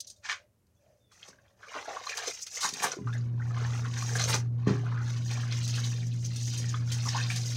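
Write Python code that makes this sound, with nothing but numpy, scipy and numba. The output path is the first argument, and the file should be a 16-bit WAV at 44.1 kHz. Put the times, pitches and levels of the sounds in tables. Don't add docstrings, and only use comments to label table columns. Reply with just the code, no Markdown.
import sys
import numpy as np
from scipy import signal
from scipy.fft import rfft, irfft
from scipy.io import wavfile
from scipy.ndimage import uniform_filter1d
from numba import njit

SR = 44100
rng = np.random.default_rng(int(sys.argv[2]) if len(sys.argv) > 2 else 0)


def materialize(psi):
    bounded = np.clip(np.atleast_2d(psi).T, -1, 1)
    quanta = np.round(bounded * 32767).astype(np.int16)
    wavfile.write(sys.argv[1], SR, quanta)


N = 333396

# [t/s, water flow level/dB, height/1 from 0 under water to 1 held high]
REACH_IN = [(.67, -95, 0.71), (.8, -84, 0.63), (.89, -77.5, 0.74), (1.08, -94, .6), (1.12, -69, 0.44),
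            (1.2, -63, 0.61), (1.29, -57, 0.64), (1.38, -78.5, 0.5), (1.56, -79.5, 0.37)]
FIRST_LIFT = [(1.629, -61.5, 0.37), (1.73, -51.5, 0.34), (1.78, -46.5, 0.25), (2.02, -49.5, .35),
              (2.1, -46.5, 0.65), (2.27, -40.5, 0.43), (2.34, -48.5, 1), (2.5, -57.5, 1)]
FIRST_DUNK = [(2.548, -44, 0.88), (2.65, -40.5, 0.49), (2.72, -52, 0.78), (2.84, -37.5, 0.5),
              (2.93, -45.5, 0.32), (2.99, -66.5, 0.76)]
GRIP = [(3.05, -67.5, 0.33), (3.08, -66, 0.95), (3.17, -55.5, 0.28), (3.22, -67.5, 0.41),
        (3.36, -73.5, 0.13)]
SECOND_LIFT = [(3.44, -59, 0.28), (3.52, -57, 0.24), (3.58, -49.5, 0.1), (3.72, -47, 0.41),
               (3.89, -54.5, 0.46), (3.97, -45.5, 0.66), (4.14, -43, 0.52)]
SECOND_DUNK = [(4.2, -37, 0.46), (4.27, -40.5, 0.41), (4.35, -34, .75), (4.41, -53.5, 0.43),
               (4.5, -82, 0.14), (4.59, -70, 0.077)]
THIRD_LIFT = [(4.657, -63, 0.095), (4.681, -42.5, 0.14), (4.78, -55, .35), (4.86, -58.5, .05),
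              (4.99, -57.5, 0.26), (5.09, -49, 0.48), (5.25, -57, 0.77)]
GATHER = [(5.31, -47, 0.52), (5.47, -49.5, 0.46), (5.6, -48, 0.82), (5.78, -45.5, 0.71),
          (5.95, -51.5, 0.71), (6.02, -56, 0.74), (6.22, -63, 1)]
WRING = [(6.26, -55, 1), (6.48, -51, 0.93), (6.65, -49.5, 0.72), (6.86, -58, 0.47), (6.93, -44, 0.54),
         (7.01, -48.5, 0.72), (7.16, -42, 0.57), (7.33, -48, 0.71), (7.56, -47, 0.9)]
# [f/Hz, level/dB]
RUN_OFF = [(4500, -2.5), (6200, -2.5), (8300, -4), (11000, -1.5), (15800, -0.5)]
SPRAY_DB, FIZZ_DB, GULP_DB, BABBLE_HZ = 1, -13, -9.5, 1373
SPRAY_LIFT_DB, FIZZ_LIFT_DB, BUBBLE_LIFT_DB, GULP_LIFT_DB, BABBLE_LIFT_OCTAVES = 14.5, 8.5, -14.5, -17, 2.5
SQUEEZE_S, SQUEEZE_FIZZ_DB = 5.05, 8.5
CROWDED_DB, CROWDING = -50.5, 0.58
GUSH_DB, GUSH_LIFT_DB, GUSH_HZ = 3, 1.5, 20.6


def water():
    moves = (REACH_IN + FIRST_LIFT + FIRST_DUNK + GRIP + SECOND_LIFT
             + SECOND_DUNK + THIRD_LIFT + GATHER + WRING)
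    flow_db, height = curves(moves)
    lift = height - .5
    t = np.arange(N) / SR
    bubble_hz = [(s, BABBLE_HZ * 2 ** (BABBLE_LIFT_OCTAVES * (h - .5))) for s, _, h in moves]

    ticks = cloud(count=40000, low_hz=4700, high_hz=16000, cycles=9, spread_db=2.8, glide=0.)
    foam = cloud(count=13000, low_hz=4700, high_hz=8500, cycles=42, spread_db=3.0, glide=.1)
    fizz = cloud(count=8000, low_hz=2500, high_hz=4900, cycles=36, spread_db=3.2, glide=.15)
    babble = cloud(count=5200, low_hz=650, high_hz=2900, cycles=24, spread_db=3.0, glide=.32,
                   favourite=bubble_hz)
    patter = cloud(count=12000, low_hz=580, high_hz=4340, cycles=11.7, spread_db=3.5, glide=0.072)
    gulps = cloud(count=1400, low_hz=417, high_hz=798, cycles=17.7, spread_db=4.0, glide=0.27)

    droplets = colour(undb(-6.0) * ticks + undb(-4.5) * foam, RUN_OFF)
    spray = undb(SPRAY_DB + SPRAY_LIFT_DB * lift) * droplets
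    crowd_db = CROWDING * np.maximum(flow_db - CROWDED_DB, 0)
    mixed = undb(-2.0 - crowd_db) * babble + undb(-8.5 + crowd_db) * patter
    bubbles = undb(BUBBLE_LIFT_DB * lift) * mixed
    fizz_db = FIZZ_DB + FIZZ_LIFT_DB * lift + SQUEEZE_FIZZ_DB * (t > SQUEEZE_S)
    gulp_db = GULP_DB + GULP_LIFT_DB * lift

    out = np.zeros(N)
    for layer in (spray, bubbles, undb(fizz_db) * fizz, undb(gulp_db) * gulps):
        gush_db = (GUSH_DB + GUSH_LIFT_DB * lift) * wander(GUSH_HZ)
        out += undb(flow_db + gush_db) * layer
    return (t > moves[0][0]) * out


# [t/s at the crest, rise/s, decay/s, plunge level/dB, plunge f/Hz, spray level/dB, extra mist level/dB]
SLAPS = [(0.261, 0.018, 0.031, -42.5, 1920, -47, -16), (.298, 0.0085, .026, -33, 1800, -43.5, -12),
         (.316, 0.0047, 0.018, -37.5, 2390, -45, -13), (1.288, 0.0085, 0.0061, -55, 690, -51, -4),
         (1.762, 0.014, 0.027, -39, 840, -61, -3), (2.189, 0.015, 0.013, -37.5, 1340, -47.5, -16),
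         (2.28, 0.0035, 0.015, -42.5, 540, -38, -23), (2.652, 0.029, 0.02, -34.5, 1190, -34, -4),
         (2.843, 0.017, 0.019, -31, 1240, -37, 8.5), (2.92, 0.0012, .01, -39, 1360, -44, -4),
         (4.162, 0.011, 0.017, -54, 1610, -46.5, 8), (4.198, 0.0044, 0.01, -36, 1890, -32.5, -13),
         (4.303, 0.021, 0.02, -35, 780, -37, 5), (4.344, 0.0041, 0.02, -32.5, 700, -35, -3.5),
         (4.676, 0.0068, 0.039, -39.5, 1210, -55, -9), (7.304, 0.0033, 0.063, -43, 2600, -43.5, -1)]
# [t/s, spray level/dB, plunge level/dB, decay/s]
SPURTS = [(.006, -36, -79, 0.0059), (0.072, -48, -91, 0.022), (0.102, -50, -90, 0.012),
          (.165, -69.5, -91, .03), (0.67, -75, -88, .003), (1.12, -63.5, -77.5, 0.063),
          (2.095, -60, -36.5, 0.0037), (2.468, -42.5, -44.5, 0.011), (2.174, -35, -38, 0.0096),
          (2.609, -38, -38, 0.056), (2.692, -32.5, -45, 0.0025), (2.739, -37, -55, 0.0034),
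          (3.94, -50, -41.5, 0.0043), (4.24, -36, -42, 0.0066), (5.313, -46, -45, 0.0096),
          (5.524, -54, -34, 0.01), (5.679, -38.5, -64, 0.014), (5.752, -42.5, -43, 0.025),
          (5.849, -52, -40, 0.0068), (6.254, -53, -57, 0.012), (6.361, -40.5, -50, 0.016),
          (6.546, -49, -49, 0.0035), (6.577, -39.5, -70, 0.024), (6.694, -46.5, -67, 0.017),
          (6.919, -38, -43, 0.029), (7.089, -41, -44, 0.0057), (7.362, -38, -43, 0.012)]
SPURT_RISE_S, SPURT_HZ, SPURT_MIST_DB = .0026, 3270, -1.5
PLOP_DB, PLOP_RISE_S, PLOP_DECAY_S = -16, 0.0042, 0.02
# [f/Hz, level/dB]
FINE_SPRAY = [(3000, 10.5), (6000, -2), (8500, 6.5), (15000, 4)]
MIST_HZ = 7800


def splashes():
    t, out = np.arange(N) / SR, np.zeros(N)
    churn = cloud(count=24000, low_hz=360, high_hz=4700, cycles=2.75, spread_db=-0.5, glide=0.05)
    droplets = cloud(count=70000, low_hz=4000, high_hz=16000, cycles=8, spread_db=1.5, glide=0.)
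    spray = colour(droplets, FINE_SPRAY)
    mist = signal.sosfiltfilt(signal.butter(6, MIST_HZ, "high", fs=SR, output="sos"), spray)

    spurts = [(s, SPURT_RISE_S, decay, plunge_db, SPURT_HZ, spray_db, SPURT_MIST_DB)
              for s, spray_db, plunge_db, decay in SPURTS]
    plops = [(s, PLOP_RISE_S, PLOP_DECAY_S, db + PLOP_DB, hz, -np.inf, 0) for s, hz, db in BUBBLES]
    for s, rise, decay, plunge_db, plunge_hz, spray_db, mist_db in SLAPS + spurts + plops:
        span = slice(max(int((s - 3 * rise) * SR), 0), int((s + 7 * decay) * SR))
        age = t[span] - s
        swell = np.exp(-np.where(age < 0, (age / rise) ** 2, age / decay))
        plunge = unit(resonate(churn[span], plunge_hz, 1.11 * plunge_hz))
        thrown = spray[span] + (undb(mist_db) - 1) * mist[span]
        out[span] += swell * (undb(plunge_db) * plunge + undb(spray_db) * thrown)
    return out


# [t/s, f/Hz, peak level/dB]
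BUBBLES = [(0.046, 5830, -44), (.1, 3420, -74), (.101, 8500, -43), (1.229, 3120, -37), (1.33, 1550, -52),
           (1.387, 1610, -53.5), (1.48, 3300, -61), (1.631, 1610, -42), (1.767, 627, -29),
           (1.881, 660, -28.5), (1.911, 740, -36), (1.967, 1110, -28.5), (2.068, 3990, -32.5),
           (2.07, 1150, -29), (2.094, 2320, -28.5), (2.273, 470, -40), (2.572, 2040, -31),
           (2.641, 1170, -28.5), (2.84, 860, -19), (2.918, 5780, -24), (2.967, 354, -35),
           (3.072, 1155, -31.5), (3.13, 3490, -41), (3.18, 6530, -44.5), (3.21, 4570, -49),
           (3.507, 1220, -38), (3.57, 1180, -35), (3.648, 1720, -32.5), (3.849, 1430, -35.5),
           (4.025, 1210, -32), (4.154, 1580, -24.5), (4.239, 6080, -20), (4.342, 5750, -19.5),
           (4.865, 1320, -37.5), (4.976, 1650, -33), (5.64, 4000, -37), (5.781, 1570, -30),
           (6.249, 6070, -30.5), (6.545, 3150, -40), (6.692, 6610, -29), (6.742, 1264, -27),
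           (6.745, 3300, -35.5), (7.069, 920, -35), (7.088, 5380, -22), (7.152, 810, -27.5),
           (7.301, 2240, -26.5)]
# [t/s, length/s, first f/Hz, last f/Hz, bubble peak level/dB]
GURGLES = [(1.884, 0.081, 715, 630, -37), (2.101, 0.046, 2290, 1530, -36.5),
           (3.069, 0.038, 1156, 1200, -40.5), (3.127, .04, 1700, 1730, -41),
           (3.396, 0.036, 1460, 1790, -41.5), (3.601, 0.067, 1220, 1600, -50),
           (4.916, .11, 1086, 1520, -42), (7.054, 0.028, 1030, 870, -36.5), (7.144, 0.073, 837, 2230, -35)]
GURGLE_RATE, GURGLE_SCATTER_OCTAVES, GURGLE_SCATTER_DB = 200, 0.15, 1.5
BUBBLE_CYCLES, CYCLES_POWER = 27.3, 0.72
BUBBLE_GLIDE = 0.18


def large_bubbles():
    bubbles = list(BUBBLES)
    for s, length, first_hz, last_hz, db in GURGLES:
        count = int(np.clip(length * GURGLE_RATE, 2, 30))
        jitter, detune, accent = rng.standard_normal((30, 3))[:count].T
        along = np.abs(np.arange(count) + .3 * jitter) / count
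        path_hz = first_hz * (last_hz / first_hz) ** along
        hz = path_hz * 2 ** (GURGLE_SCATTER_OCTAVES * detune)
        bubbles += zip(s + length * along, hz, db + GURGLE_SCATTER_DB * accent)
    s, hz, db = np.array(bubbles, float).T.copy()
    cycles = BUBBLE_CYCLES * (hz / 1000) ** CYCLES_POWER
    return ring(s, hz, cycles, undb(db), BUBBLE_GLIDE)


# [t/s, level/dB, contact time/s]
KNOCKS = [(1.291, -63.5, 0.0016), (2.649, -53, 0.0011), (2.728, -52, 0.00072), (2.806, -53, 0.0016),
          (2.846, -48.5, 0.0012), (2.988, -45.5, 0.00074), (3.012, -36.5, 0.0044), (4.343, -47.5, 0.0013),
          (4.672, -25, 0.0017), (4.688, -40, 0.00063), (4.708, -27, 0.0022)]
# [f/Hz, level/dB, t60/s]
BASIN = [(149.2, -4, 0.72), (199, 9, 0.086), (263.4, 0.5, 0.36), (285, -5.5, 0.41), (331, 1.5, 0.08),
         (365, -8, 0.32), (406.8, 1, 0.38), (506.5, -10, 0.19), (642, -12, 0.12), (780, -14, 0.19),
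         (1008, -0.5, 0.11)]


def basin():
    force, t = np.zeros(N), np.arange(SR // 2) / SR
    for s, db, contact in KNOCKS:
        push = np.exp(-((np.arange(N) / SR - s) / (contact / 4)) ** 2)
        force += undb(db) * push / push.sum()
    body = np.zeros(len(t))
    for hz, db, t60 in BASIN:
        fade = np.exp(-np.log(1000) * t / t60)
        body += undb(db) * np.sin(2 * np.pi * hz * t) * fade
    knocks = signal.fftconvolve(force, body)[:N]
    return signal.sosfilt(signal.butter(3, 110, "high", fs=SR, output="sos"), knocks)


# [multiple of twice the mains rate/1, level/dB]
HUM = [(1, 0.5), (2, -23), (3, -40)]
# [f/Hz, width of one filter pass/Hz, level/dB]
CABINET = [(51.6, 7.3, -13.5), (86.7, 14.3, 0.5), (119.5, 16.4, 2.5), (137, 67, -11.5), (169.5, 18.8, -1),
           (197.8, 10, -11), (243, 114, -13.5), (369, 340, -23)]
MOTOR_ON_S, MOTOR_RISE_S, HUM_HZ = 3.03, 0.033, 119.1
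HUM_DB, WAVER_DB, WAVER_HZ = -28, 0.7, 1.2


def machine():
    t = np.arange(N) / SR
    running = np.clip((t - MOTOR_ON_S) / MOTOR_RISE_S, 0, 1)
    hum = sum(undb(db) * np.sin(2 * np.pi * k * HUM_HZ * t) for k, db in HUM)
    hum_gain = undb(HUM_DB + WAVER_DB * wander(WAVER_HZ))
    shaking = sum(undb(db) * resonate(rng.standard_normal(N), hz, width) for hz, width, db in CABINET)
    return running * (hum_gain * hum + undb(-45.0) * unit(shaking))


# [t/s, length/s, start f/Hz, end f/Hz, level/dB]
PEEPS = [(0.158, 0.015, 3550, 3850, -70), (0.759, 0.04, 3460, 3380, -80), (0.99, 0.18, 3640, 3330, -73)]


def bird():
    t, out = np.arange(N) / SR, np.zeros(N)
    waver = unit(resonate(rng.standard_normal(N), 45, 60.8))
    for s, length, start_hz, end_hz, db in PEEPS:
        along = np.clip((t - s) / length, 0, 1)
        hz = (start_hz + (end_hz - start_hz) * along) * (1 + .012 * waver)
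        out += undb(db) * np.sin(np.pi * along) * np.sin(2 * np.pi * np.cumsum(hz) / SR)
    return out


# [f/Hz, level per Hz/dB]
YARD = [(18, -56.5), (30, -27.5), (75, -9.5), (98, -8), (120, -5.5), (141, -20.5), (209, -15), (251, -23.5),
        (435, -24), (596, -26), (680, -34), (1490, -38), (3640, -44), (15800, -37)]
YARD_DB = -68.5
# [t/s at the crest, half length/s, level/dB]
DRONE_SWELLS = [(0.06, 0.35, -74), (0.404, 0.061, -67.5), (0.902, 0.082, -66), (1.42, 0.22, -70.5)]
DRONE_HZ, DRONE_WIDTH_HZ = 590, 130


def yard():
    t = np.arange(N) / SR
    swells = sum(undb(db) * np.exp(-((t - s) / half) ** 2) for s, half, db in DRONE_SWELLS)
    drone = swells * unit(resonate(rng.standard_normal(N), DRONE_HZ, DRONE_WIDTH_HZ))
    air = unit(colour(rng.standard_normal(N), YARD))
    soft_air = signal.sosfilt(signal.butter(1, 9000, fs=SR, output="sos"), air)
    return drone + undb(YARD_DB) * soft_air


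def walls(x, near_db, near_t60, far_db, far_t60, count=9):
    t, out = np.arange(SR // 2) / SR, x
    eaves = signal.butter(2, 7000, fs=SR, output="sos")

    def reflections(t60, lag):
        tail = rng.standard_normal(len(t)) * np.exp(-np.log(1000) * t / t60) * (t > lag)
        return unit(tail) / np.sqrt(len(t))

    for k in range(count):
        near = reflections(near_t60, .001)
        far = signal.sosfilt(eaves, reflections(far_t60, .008))
        turn = (np.arange(N) / SR * 14 - k) % count
        share = np.sin(np.pi * np.minimum(turn, 2) / 2)
        out = out + signal.fftconvolve(x * share, undb(near_db) * near + undb(far_db) * far)[:N]
    return out


# [f/Hz, level per Hz/dB]
WATER_COLOUR = [(150, -32.5), (250, 8), (313, -8), (348, -8.5), (575, -14.5), (842, -12), (1000, -13),
                (1190, -9.5), (3040, -11.5), (5210, -6), (6190, -1), (7760, -15.5), (8320, -15),
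                (9890, -22), (15800, -29.5)]


def cloud(count, low_hz, high_hz, cycles, spread_db, glide, favourite=None):
    when, pitch, life, strength = rng.random((count, 4)).T
    s = when * N / SR
    hz = low_hz * (min(high_hz, SR / 2.6) / low_hz) ** pitch
    turns = cycles * 2 ** (2 * life - 1)
    size = undb(-spread_db * np.log(strength + 0.0088)) * hz / np.sqrt(turns)
    if favourite is not None:
        octaves = np.log2(hz / np.interp(s, *np.transpose(favourite)))
        size = size / (1 + (octaves / 0.9) ** 2)
    x = colour(ring(s, hz, turns, size, glide), WATER_COLOUR)
    x = signal.sosfilt(signal.butter(4, low_hz, "high", fs=SR, output="sos"), x)
    power = uniform_filter1d(uniform_filter1d(x ** 2, size=2000), size=1000)
    return x / np.sqrt(power + 1e-6 * np.mean(x ** 2))


@njit
def ring(start, hz, cycles, size, glide):
    out = np.zeros(N)
    for k in range(len(start)):
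        first, length = int(start[k] * SR), int(cycles[k] / hz[k] * SR) + 2
        phase, level, fade = 0., 1.5 * size[k], np.exp(-6.9 / length)
        for i in range(min(length, N - first)):
            phase += 2 * np.pi * hz[k] * (1 + glide * i / length) / SR
            level *= fade
            swell = min(9 * i / length, 1.)
            out[first + i] += level * np.sin(phase) * swell * (2 - swell)
    return out


def resonate(x, hz, width_hz):
    b, a = signal.iirpeak(hz, hz / width_hz, fs=SR)
    return signal.lfilter(b, a, signal.lfilter(b, a, x))


def colour(x, points):
    hz, db = np.transpose(points)
    grid_hz = np.fft.rfftfreq(4096, 1 / SR) + 1
    log_gain = np.log(undb(np.interp(np.log(grid_hz), np.log(hz), db)))
    cepstrum = irfft(log_gain)[:2048] * np.r_[1, np.full(2047, 2)]
    response = irfft(np.exp(rfft(cepstrum, 4096)))
    return signal.fftconvolve(x, response)[:len(x)]


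def wander(hz):
    return unit(signal.sosfilt(signal.butter(2, hz, fs=SR, output="sos"), rng.standard_normal(N)))


def curves(table):
    s, *columns = np.transpose(table)
    return [np.interp(np.arange(N) / SR, s, c) for c in columns]


def undb(db):
    return 10 ** (np.asarray(db) / 20)


def unit(x):
    return x / np.sqrt(np.mean(x ** 2))


def scene():
    washing = water() + splashes() + large_bubbles()
    reflected = walls(washing + bird(), near_db=-4.5, near_t60=0.024, far_db=-10.5, far_t60=0.12)
    return (reflected + basin() + machine() + yard())[None]


def record(dry):
    thin = signal.sosfilt(signal.butter(2, 40, "high", fs=SR, output="sos"), dry)
    return signal.sosfilt(signal.ellip(10, .1, 80, 15800, fs=SR, output="sos"), thin)


dry = scene()
out = record(dry)
materialize(out)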